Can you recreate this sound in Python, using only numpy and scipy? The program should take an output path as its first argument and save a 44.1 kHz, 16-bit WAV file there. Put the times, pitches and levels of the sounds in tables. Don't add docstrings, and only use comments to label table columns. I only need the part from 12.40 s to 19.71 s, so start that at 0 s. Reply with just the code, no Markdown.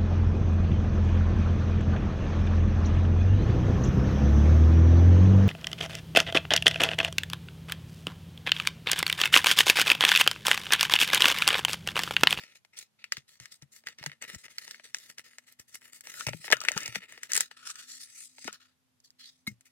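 import sys
import numpy as np
from scipy import signal
from scipy.fft import rfft, irfft, next_fast_len
from scipy.io import wavfile

SR = 44100
rng = np.random.default_rng(int(sys.argv[2]) if len(sys.argv) > 2 else 0)


def digitize_waveform(pressure):
    field = np.atleast_2d(pressure).T
    bounded = np.clip(field, -1, 1)
    quanta = np.round(bounded * 32767).astype(np.int16)
    wavfile.write(sys.argv[1], SR, quanta)


N = 322371

# t/s, shell level/dB, crack level/dB, card level/dB, crack f/Hz
SNAP_EVENTS = [(0.2489, -51.5, -46.5, -63, 4000), (0.3885, -48, -28, -71, 7400),
               (0.6416, -32, -37, -71, 4730), (0.722, -19.5, -18.5, -48.5, 5530),
               (0.7692, -29.5, -30, -72, 4500), (1.0003, -41.5, -37, -62, 5900),
               (1.0566, -37, -37, -90, 4560), (1.2224, -60, -38.5, -61, 5330),
               (1.438, -52, -58, -61.5, 4500), (1.4708, -28, -30, -66, 5300), (1.4857, -36, -34, -54, 4400),
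               (1.5863, -47, -43, -63, 5300), (1.628, -36, -39, -50, 4600), (1.6386, -37, -34, -43, 4700),
               (1.662, -23.5, -22.5, -40, 5200), (1.697, -38, -53, -62, 4500), (1.717, -34, -46, -60, 4500),
               (1.8235, -32.5, -29, -49, 6700), (1.9472, -41.5, -33.5, -53.5, 5900),
               (2.082, -44, -50, -61, 4500), (2.183, -28.5, -24.5, -59, 4450),
               (2.2785, -41, -37, -51.5, 4640), (2.3101, -37, -28, -62, 4700),
               (2.345, -36.5, -61, -75, 4600), (2.3975, -40.5, -58, -55, 5000),
               (2.5458, -24.5, -23, -52, 5900), (2.585, -46.5, -36, -91, 6750),
               (2.783, -38, -31.5, -59, 4870), (2.934, -49, -66, -80, 4000), (2.984, -38, -36.5, -57, 5900),
               (3.124, -78, -40.5, -74, 11600), (3.196, -68, -40, -60.5, 5800),
               (3.3546, -38, -31.5, -58, 11000), (3.418, -47, -60, -66, 6000), (3.608, -45, -33, -71, 9200),
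               (3.6711, -38.5, -34, -50.5, 5500), (3.7402, -34, -55, -61, 4200),
               (3.8081, -22, -32, -54, 5440), (3.8674, -26, -19, -35, 5160), (3.886, -29, -33, -31, 6600),
               (3.891, -31, -28, -53, 5660), (3.933, -32.5, -40, -36, 4200), (4.0435, -33, -43, -49, 4280),
               (4.0801, -29.5, -42, -42, 4200), (4.1026, -32, -29, -32, 5150),
               (4.1146, -30, -17, -31, 4700), (4.1239, -9, -8.5, -26, 4600), (4.1284, -5, -20, -16, 4600),
               (4.168, -35, -32.5, -49, 5900), (4.204, -53, -27, -59, 4800),
               (4.2151, -26, -29.5, -48, 7060), (4.2377, -52, -31, -41.5, 6050),
               (4.2504, -21.5, -29, -46, 6600), (4.2854, -11, -14, -34, 4160),
               (4.308, -60, -59, -38.5, 5000), (4.3178, -27.5, -24, -47, 6050),
               (4.3652, -53, -39, -32.5, 3700), (4.3766, -21, -18, -43, 5470),
               (4.4052, -55, -30, -61, 6740), (4.4324, -55, -27.5, -59, 6100),
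               (4.4592, -37, -24, -48, 5300), (4.4785, -33, -28.5, -44, 6860),
               (4.557, -22, -23.5, -36.5, 4560), (4.7232, -38.5, -39.5, -55, 7800),
               (4.777, -38.5, -40.5, -48, 4400), (4.833, -30, -26.5, -81, 6960),
               (4.9187, -27.5, -19.5, -64, 6200), (4.9338, -32, -14, -70, 6060),
               (4.9465, -32, -20, -78, 7600), (4.953, -25, -15, -69, 8500), (4.9608, -22.5, -26, -76, 8600),
               (4.9647, -22, -13, -66, 8600), (4.9762, -23.5, -11.5, -39, 7760),
               (5.007, -19.5, -9.5, -40, 7700), (5.113, -36, -41, -53.5, 4230),
               (5.273, -34, -34.5, -80, 6700), (5.3022, -31.5, -30.5, -85, 7760),
               (5.3563, -41.5, -35, -77.5, 5680), (5.9831, -45, -43.5, -54, 4000),
               (6.0439, -42, -35.5, -58.5, 6430), (6.0765, -37, -29, -38, 5160),
               (6.0793, -22.5, -45, -30, 5000), (6.0849, -47, -50, -61, 4670),
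               (6.1284, -45, -34.5, -65.5, 6750), (6.602, -71, -53, -89, 5810),
               (6.7045, -67, -47, -85.5, 5010), (7.209, -56.5, -47, -78.5, 8420)]
# f/Hz, level/dB, t60/s
SHELL_MODES = [(1307, -3, 0.026), (1449, -8, 0.033), (1705, -2.5, 0.011), (1938.5, -0.5, 0.012),
               (2150, -3.5, 0.018), (2480, 3.5, 0.011), (2930, 3.5, 0.013), (3725, -8, 0.028)]
# f/Hz, level/dB, t60/s
CARD_MODES = [(330, 0, 0.0099), (483, -3, 0.025), (599, -2, 0.03), (892, 2.5, 0.018)]
# f/Hz, level/dB
CREASE_SPECTRUM = [(3000, -6.5), (4500, -1.5), (6200, 0), (8100, 0), (10000, -5), (13000, -9.5),
                   (15600, -9.5)]
# t/s, f/Hz
HOLLOW_PITCH = [(0, 2003), (0.64, 2250), (0.72, 1880), (3.7, 1894), (3.81, 1475), (3.866, 2289),
                (4.128, 1808), (4.214, 1305), (4.285, 2053), (4.376, 1450), (4.45, 2100), (4.92, 1802),
                (5.3, 1456), (5.8, 2135), (6.076, 2000), (6.08, 1500), (7.31, 2100)]
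# t/s, length/s, rub level/dB, hiss level/dB, sag over the stroke/dB
RUB_STROKES = [(0.0, 0.14, -50.5, -53, 16.5), (0.156, 0.015, -53, -53.5, 11.5),
               (0.333, 0.023, -64.5, -72, -4.5), (0.372, 0.06, -54, -46, 12), (0.592, 0.095, -67, -75.5, 7),
               (0.719, 0.065, -61.5, -64, -9), (0.882, 0.07, -69, -61, 0), (1.003, 0.22, -57, -57, 36),
               (1.118, 0.036, -63, -53.5, 6), (1.222, 0.023, -58, -62, 16.5),
               (1.321, 0.058, -68, -58.5, -8), (1.461, 0.061, -52, -56, 6.5), (1.586, 0.11, -56, -63, 3),
               (1.727, 0.037, -56, -63, 19.5), (1.817, 0.024, -48.5, -54.5, -3.5),
               (1.881, 0.079, -50, -50, 5.5), (1.954, 0.014, -66, -46, 26), (1.984, 0.045, -59.5, -53, 8),
               (2.042, 0.022, -46.5, -49, 10.5), (2.096, 0.061, -57, -57, 8.5),
               (2.178, 0.072, -61, -58, -7.5), (2.272, 0.18, -52, -50, 22), (2.443, 0.096, -50, -47, 33),
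               (2.546, 0.15, -59.5, -54.5, 9.5), (2.644, 0.061, -76.5, -71, -20.5),
               (2.782, 0.024, -48, -49, 11), (2.844, 0.21, -59, -58, 18.5), (3.072, 0.064, -59, -56.5, 14),
               (3.198, 0.014, -55, -50, 7.5), (3.283, 0.083, -68, -60, -7.5), (3.347, 0.016, -50, -40, 18),
               (3.413, 0.072, -61.5, -59.5, -4.5), (3.526, 0.041, -65.5, -58, -5.5),
               (3.639, 0.06, -57.5, -55, -6), (3.719, 0.11, -60, -54.5, -15), (3.872, 0.049, -38, -41, 20),
               (3.929, 0.11, -64.5, -53, 6), (4.015, 0.047, -64, -59.5, -17),
               (4.082, 0.097, -52.5, -66.5, -8.5), (4.211, 0.25, -49, -57.5, -6.5),
               (4.36, 0.18, -46, -47, 11), (4.55, 0.033, -34.5, -38, 15.5), (4.606, 0.028, -50, -58, -3.5),
               (4.686, 0.13, -53, -58, 9), (4.832, 0.014, -48, -47.5, 0.5),
               (4.895, 0.091, -49.5, -50.5, -11), (5.003, 0.07, -42.5, -39, 24.5),
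               (5.111, 0.083, -56, -58.5, 20), (5.17, 0.093, -59, -60.5, -3),
               (5.257, 0.056, -49.5, -45, -2.5), (6.112, 0.031, -60, -61.5, -12.5),
               (6.203, 0.11, -60, -64, 14), (6.647, 0.015, -71, -54, 9.5), (6.794, 0.1, -64, -57.5, 1),
               (6.87, 0.15, -76.5, -63.5, 15), (7.078, 0.044, -49, -44, 22.5),
               (7.257, 0.024, -64, -59.5, 5)]
# t/s, rub level/dB, hiss level/dB
TRAY_SLIDE = [(5.33, -69, -70), (5.385, -48.5, -45.5), (5.466, -59.5, -52), (5.528, -55.5, -43),
              (5.581, -61.5, -51), (5.636, -62.5, -45.5), (5.68, -64, -54.5), (5.76, -57.5, -46.5),
              (5.809, -55.5, -42.5), (5.867, -76.5, -47), (5.884, -77, -58.5), (5.974, -69, -55.5),
              (5.99, -65, -54), (6.06, -55.5, -48.5), (6.11, -46, -62.5)]
# t/s, tilt/(dB/octave)
HISS_TILT = [(0, -3), (0.4, 0), (0.7, -16.5), (0.92, 2), (1.1, -3.5), (1.36, 8.5), (1.6, -10), (1.9, 2.5),
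             (2.4, -2), (3.0, 3.5), (3.55, 9), (3.7, 4.5), (4.3, 1.5), (4.95, 0), (5.15, 0), (5.3, 1),
             (5.85, 12.5), (6.25, -9), (6.65, 0.5), (6.85, -11.5), (7.1, 6.5)]
# t/s, level/dB, f/Hz, t60/s
DESK_THUDS = [(0.778, -48.5, 128, 0.057), (1.004, -43.5, 117, 0.086), (1.225, -43.5, 133, 0.077),
              (1.611, -45.5, 130.5, 0.069), (1.663, -42.5, 139, 0.14), (1.935, -47.5, 173, 0.11),
              (1.959, -36.5, 68, 0.023), (3.198, -49.5, 91, 0.022), (3.872, -27, 121, 0.066),
              (3.899, -38, 119.6, 0.16), (3.946, -45.5, 153, 0.18), (4.123, -45.5, 124, 0.16),
              (4.362, -33.5, 156, 0.038), (4.486, -42.5, 114, 0.11), (4.562, -44.5, 182, 0.097),
              (6.052, -42, 237.6, 0.068), (6.082, -50, 202, 0.11), (7.076, -36, 195, 0.11),
              (7.106, -48.5, 114, 0.2)]
# f/Hz, level/dB, t60/s
CAR_MODES = [(1371, -9.5, 0.04), (1954, -23.5, 0.044), (2144, 10.5, 0.056), (2685, -6.5, 0.026),
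             (4010, 10, 0.028), (4650, 6, 0.017), (8800, 9, 0.0053), (12850, 4.5, 0.005)]
# t/s, f/Hz, level/dB
FAN_HUM = [(0, 215, -94), (1.0, 222, -86), (3.3, 248, -83), (7.31, 257, -81)]
# f/Hz, level/dB
AIR_SPECTRUM = [(40, -17), (95, 0.5), (150, -1.5), (300, -12), (1270, -15), (3660, -17), (9000, -21.5),
                (12500, -22), (16500, -45.5)]
# f/Hz, gain/dB
RIGHT_RESPONSE = [(100, 4.5), (1200, -6), (4400, 5), (8000, -2), (15000, 2.5)]

CREASES_HZ = np.geomspace(3300, 15600, 15)
SNAP_PAN_DB, SNAP_SCATTER_DB, RUB_PAN_DB = 3, 2.5, 3
SLIP_WITHIN_S, SLIP_DB = .003, -12
CRACK_WIDTH_OCT, HOLLOW_WIDTH_OCT = .48, .25
CRACK_T60_S, TAIL_T60_S, TAIL_DB = .006, .05, -21
GRIP_DB_PER_S, LIFT_DB_PER_S = 2500, 600
PACK_OPEN_S, TILT_PIVOT_HZ = 5.1, 7000
CAR_S, LAST_TOUCH_DB, TOUCH_GAP_S, TOUCH_STEP_DB = 7.0675, -41, .0016, 2.5
RIGHT_LAG_S, RIGHT_BASS_HZ, BASS_TURN_RAD = .00009, 362, 1.1
AIR_DB, CUTOFF_HZ = -76.5, 16900


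def snaps():
    s, shell_db, crack_db, card_db, crack_hz = np.repeat(SNAP_EVENTS, 3, axis=0).T
    pan_db = SNAP_PAN_DB + SNAP_SCATTER_DB * np.repeat(rng.standard_normal(len(SNAP_EVENTS)), 3)
    is_slip = np.arange(len(s)) % 3 > 0
    s = s + is_slip * rng.uniform(.0004, SLIP_WITHIN_S, len(s))
    shell_db, crack_db, card_db = np.array([shell_db, crack_db, card_db]) + is_slip * SLIP_DB
    at = np.round(s * SR).astype(int)
    held_modes = [(hz, db + 1.5 * hollow_db(hz)[at], t60) for hz, db, t60 in SHELL_MODES]
    shell = struck(held_modes, s, shell_db, pan_db, spread_db=3)
    shell = passed(passed(shell, 1300, "high"), 1300, "high")
    card = struck(CARD_MODES, s, card_db, pan_db, spread_db=4, sign=-1)
    card = passed(passed(card, 300, "high"), 1250, "low")
    crease_modes = []
    for hz in CREASES_HZ:
        off_pitch_db = -6.4 * np.minimum((np.log2(hz / crack_hz) / CRACK_WIDTH_OCT) ** 2, 2.2)
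        crease_modes.append((hz, at_hz(CREASE_SPECTRUM, hz) + off_pitch_db, CRACK_T60_S))
    crack = struck(crease_modes, s, crack_db, pan_db, spread_db=3.5, port_spread_db=2.5, sign=-1)
    crack = passed(crack, 2500, "high")
    crack_tail = decay(strikes(s, crack_db, pan_db), TAIL_T60_S)
    crack_tail *= colour(rng.standard_normal((2, N)), CREASE_SPECTRUM)
    shell_tail = decay(strikes(s, shell_db, pan_db), TAIL_T60_S)
    shell_tail *= damped_shell(rng.standard_normal((2, N)))
    return shell + card + crack + from_db(TAIL_DB) * (crack_tail + from_db(4.5) * shell_tail)


def damped_shell(drive):
    rings = sum(from_db(db + hollow_db(hz)) * ring(drive, hz, .9 * t60) * (-1) ** k
                for k, (hz, db, t60) in enumerate(SHELL_MODES))
    return rms_one(passed(rings, 780, "high"))


def hollow_db(hz):
    offset_oct = np.log2(hz / in_time(HOLLOW_PITCH)[0])
    return -4.5 * np.minimum((offset_oct / HOLLOW_WIDTH_OCT) ** 2, 2.5)


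def rubbing():
    rub_db, hiss_db = stroke_levels_db()
    waver_db = 2.8 * drift(55)
    coarse_noise, fine_noise = rng.standard_normal((2, 2, N))
    glued = np.arange(N) < PACK_OPEN_S * SR
    sliding = ~glued & (np.arange(N) < TRAY_SLIDE[-1][0] * SR)
    tears = glued * grains(300, size_db=3.6)
    coarse = grains(2500, size_db=3) + .6 * coarse_noise + tears
    scuff = sum(from_db(db) * ring(coarse, hz, t60) for hz, db, t60 in CARD_MODES)
    scuff = from_db(-14.5 - 6.1 * ~glued) * rms_one(passed(scuff, 85, "high"))
    rub = from_db(rub_db + waver_db) * (damped_shell(coarse) + scuff)
    fine = grains(5400, size_db=.5) + 1.7 * fine_noise + tears
    hiss = from_db(hiss_db + waver_db) * skin_hiss(fine, sliding)
    return (rub + hiss) * from_db([[RUB_PAN_DB / 2], [-RUB_PAN_DB / 2]])


def skin_hiss(drive, sliding):
    tilt_db_per_oct, = in_time(HISS_TILT)
    hiss, grip = 0, drift(5.9)
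    for k, hz in enumerate(CREASES_HZ):
        tilt_db = tilt_db_per_oct * np.clip(np.log2(hz / TILT_PIVOT_HZ), -1, .2)
        sheen_db = 2.6 * np.roll(grip, k * N // len(CREASES_HZ))
        tray_db = -12 * sliding * max(np.log2(hz / 9000), 0)
        gain = from_db(at_hz(CREASE_SPECTRUM, hz) + tilt_db + sheen_db + tray_db)
        hiss = hiss + gain * rms_one(ring(drive, hz, 28 / hz)) * (-1) ** k
    return rms_one(passed(hiss, 2400, "high"))


def stroke_levels_db():
    t = np.arange(0, N + 32, 32) / SR
    slide_s, *slide_db = np.transpose(TRAY_SLIDE)
    power = 1e-14 + from_db([2 * np.interp(t, slide_s, db, left=-200, right=-200) for db in slide_db])
    for start_s, length_s, rub_db, hiss_db, sag_db in RUB_STROKES:
        shape_db = (-GRIP_DB_PER_S * np.maximum(start_s - t, 0)
                    - sag_db * np.clip((t - start_s) / length_s, 0, 1)
                    - LIFT_DB_PER_S * np.maximum(t - start_s - length_s, 0))
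        power += from_db(2 * np.maximum(shape_db + [[rub_db], [hiss_db]], -200))
    return [np.interp(np.arange(N) / SR, t, 10 * np.log10(row)) for row in power]


def desk_thuds():
    out = np.zeros(N)
    for s, db, hz, t60 in DESK_THUDS:
        at = round(s * SR)
        t = np.arange(min(SR // 2, N - at)) / SR
        low = np.sin(2 * np.pi * hz * (t + .0033 * (1 - np.exp(-t / .03))))
        upper = from_db(-11.5 - 150 * t / t60) * np.sin(2 * np.pi * 1.9 * hz * t)
        envelope = from_db(db - 60 * t / t60) * (1 - np.exp(-t / .0015))
        out[at:at + len(t)] += envelope * (low + upper)
    rough_db = 3.5 * drift(80) + 2 * np.array([drift(40), drift(40)])
    return out * from_db(rough_db) * from_db([[4], [-4]])


def toy_car():
    touch = np.arange(6)
    s = CAR_S + TOUCH_GAP_S * (touch + rng.uniform(-.4, .4, 6))
    db = LAST_TOUCH_DB + TOUCH_STEP_DB * (touch - 5)
    body = struck(CAR_MODES, s, db, pan_db=np.full(6, 3.0), spread_db=2.5)
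    return passed(body, 1000, "high")


def room():
    hz, db = in_time(FAN_HUM)
    amplitude = np.sqrt(2) * from_db(db + 3 * drift(6))
    hum = amplitude * np.sin(2 * np.pi * np.cumsum(hz + 4 * drift(12)) / SR)
    return hum + from_db(AIR_DB) * colour(rng.standard_normal((2, N)), AIR_SPECTRUM)


def far_port(x):
    size = next_fast_len(N + SR // 10)
    hz = np.maximum(np.arange(size // 2 + 1) * SR / size, 1)
    lag_rad = 2 * np.pi * hz * RIGHT_LAG_S + BASS_TURN_RAD * np.exp(-hz / RIGHT_BASS_HZ)
    response = from_db(at_hz(RIGHT_RESPONSE, hz)) * np.exp(-1j * lag_rad)
    return irfft(rfft(x, size) * response, size)[:N]


def struck(modes, s, db, pan_db, spread_db, port_spread_db=1.5, sign=1):
    luck = rng.standard_normal((len(s), len(modes), 3))
    share_db = spread_db * luck[:, :, :1] + port_spread_db * luck[:, :, 1:]
    share_db -= 10 * np.log10(np.mean(from_db(2 * share_db), axis=1, keepdims=True))
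    return sum(ring(strikes(s, db + mode_db + share_db[:, k].T, pan_db), hz, t60) * sign ** k
               for k, (hz, mode_db, t60) in enumerate(modes))


def strikes(s, db, pan_db):
    out = np.zeros((2, N))
    heights = from_db(db + np.outer([.5, -.5], pan_db))
    np.add.at(out, (slice(None), np.round(s * SR).astype(int)), heights)
    return out


def ring(clicks, hz, t60_s):
    r, w = from_db(-60 / (t60_s * SR)), 2 * np.pi * hz / SR
    return signal.lfilter([0, np.sin(w)], [1, -2 * r * np.cos(w), r * r], clicks + 1e-18)


def decay(clicks, t60_s):
    return signal.lfilter([1], [1, -from_db(-60 / (t60_s * SR))], clicks + 1e-18)


def grains(per_s, size_db):
    sizes = from_db(size_db * np.minimum(rng.exponential(1, N), 5)) * rng.choice([-1, 1], N)
    return rms_one(sizes * (rng.random(N) < per_s / SR))


def drift(rate_hz):
    r = np.exp(-2 * np.pi * rate_hz / SR)
    return rms_one(signal.lfilter([1], [1, -2 * r, r * r], rng.standard_normal(N + SR))[SR:])


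def colour(x, spectrum):
    size = next_fast_len(N)
    hz, db = np.transpose(spectrum)
    bins_hz = np.maximum(np.arange(size // 2 + 1) * SR / size, 1)
    gain = from_db(np.interp(np.log(bins_hz), np.log(hz), db, left=-60))
    return irfft(rfft(x, size) * rms_one(gain), size)[..., :N]


def at_hz(spectrum, hz):
    points_hz, db = np.transpose(spectrum)
    return np.interp(np.log(hz), np.log(points_hz), db)


def in_time(rows):
    s, *columns = np.transpose(rows)
    return [np.interp(np.arange(N) / SR, s, c) for c in columns]


def passed(x, hz, kind):
    return signal.sosfilt(signal.butter(3, hz, kind, fs=SR, output="sos"), x)


def from_db(db):
    return 10 ** (np.asarray(db) / 20)


def rms_one(x):
    return x / np.sqrt(np.mean(x ** 2) + 1e-20)


def scene():
    left, right = snaps() + rubbing() + desk_thuds() + toy_car()
    return np.array([left, far_port(right)]) + room()


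def record(dry):
    rounded = np.tanh(passed(dry, 70, "high"))
    return signal.sosfilt(signal.cheby2(14, 70, CUTOFF_HZ, fs=SR, output="sos"), rounded)


dry = scene()
out = record(dry)
digitize_waveform(out)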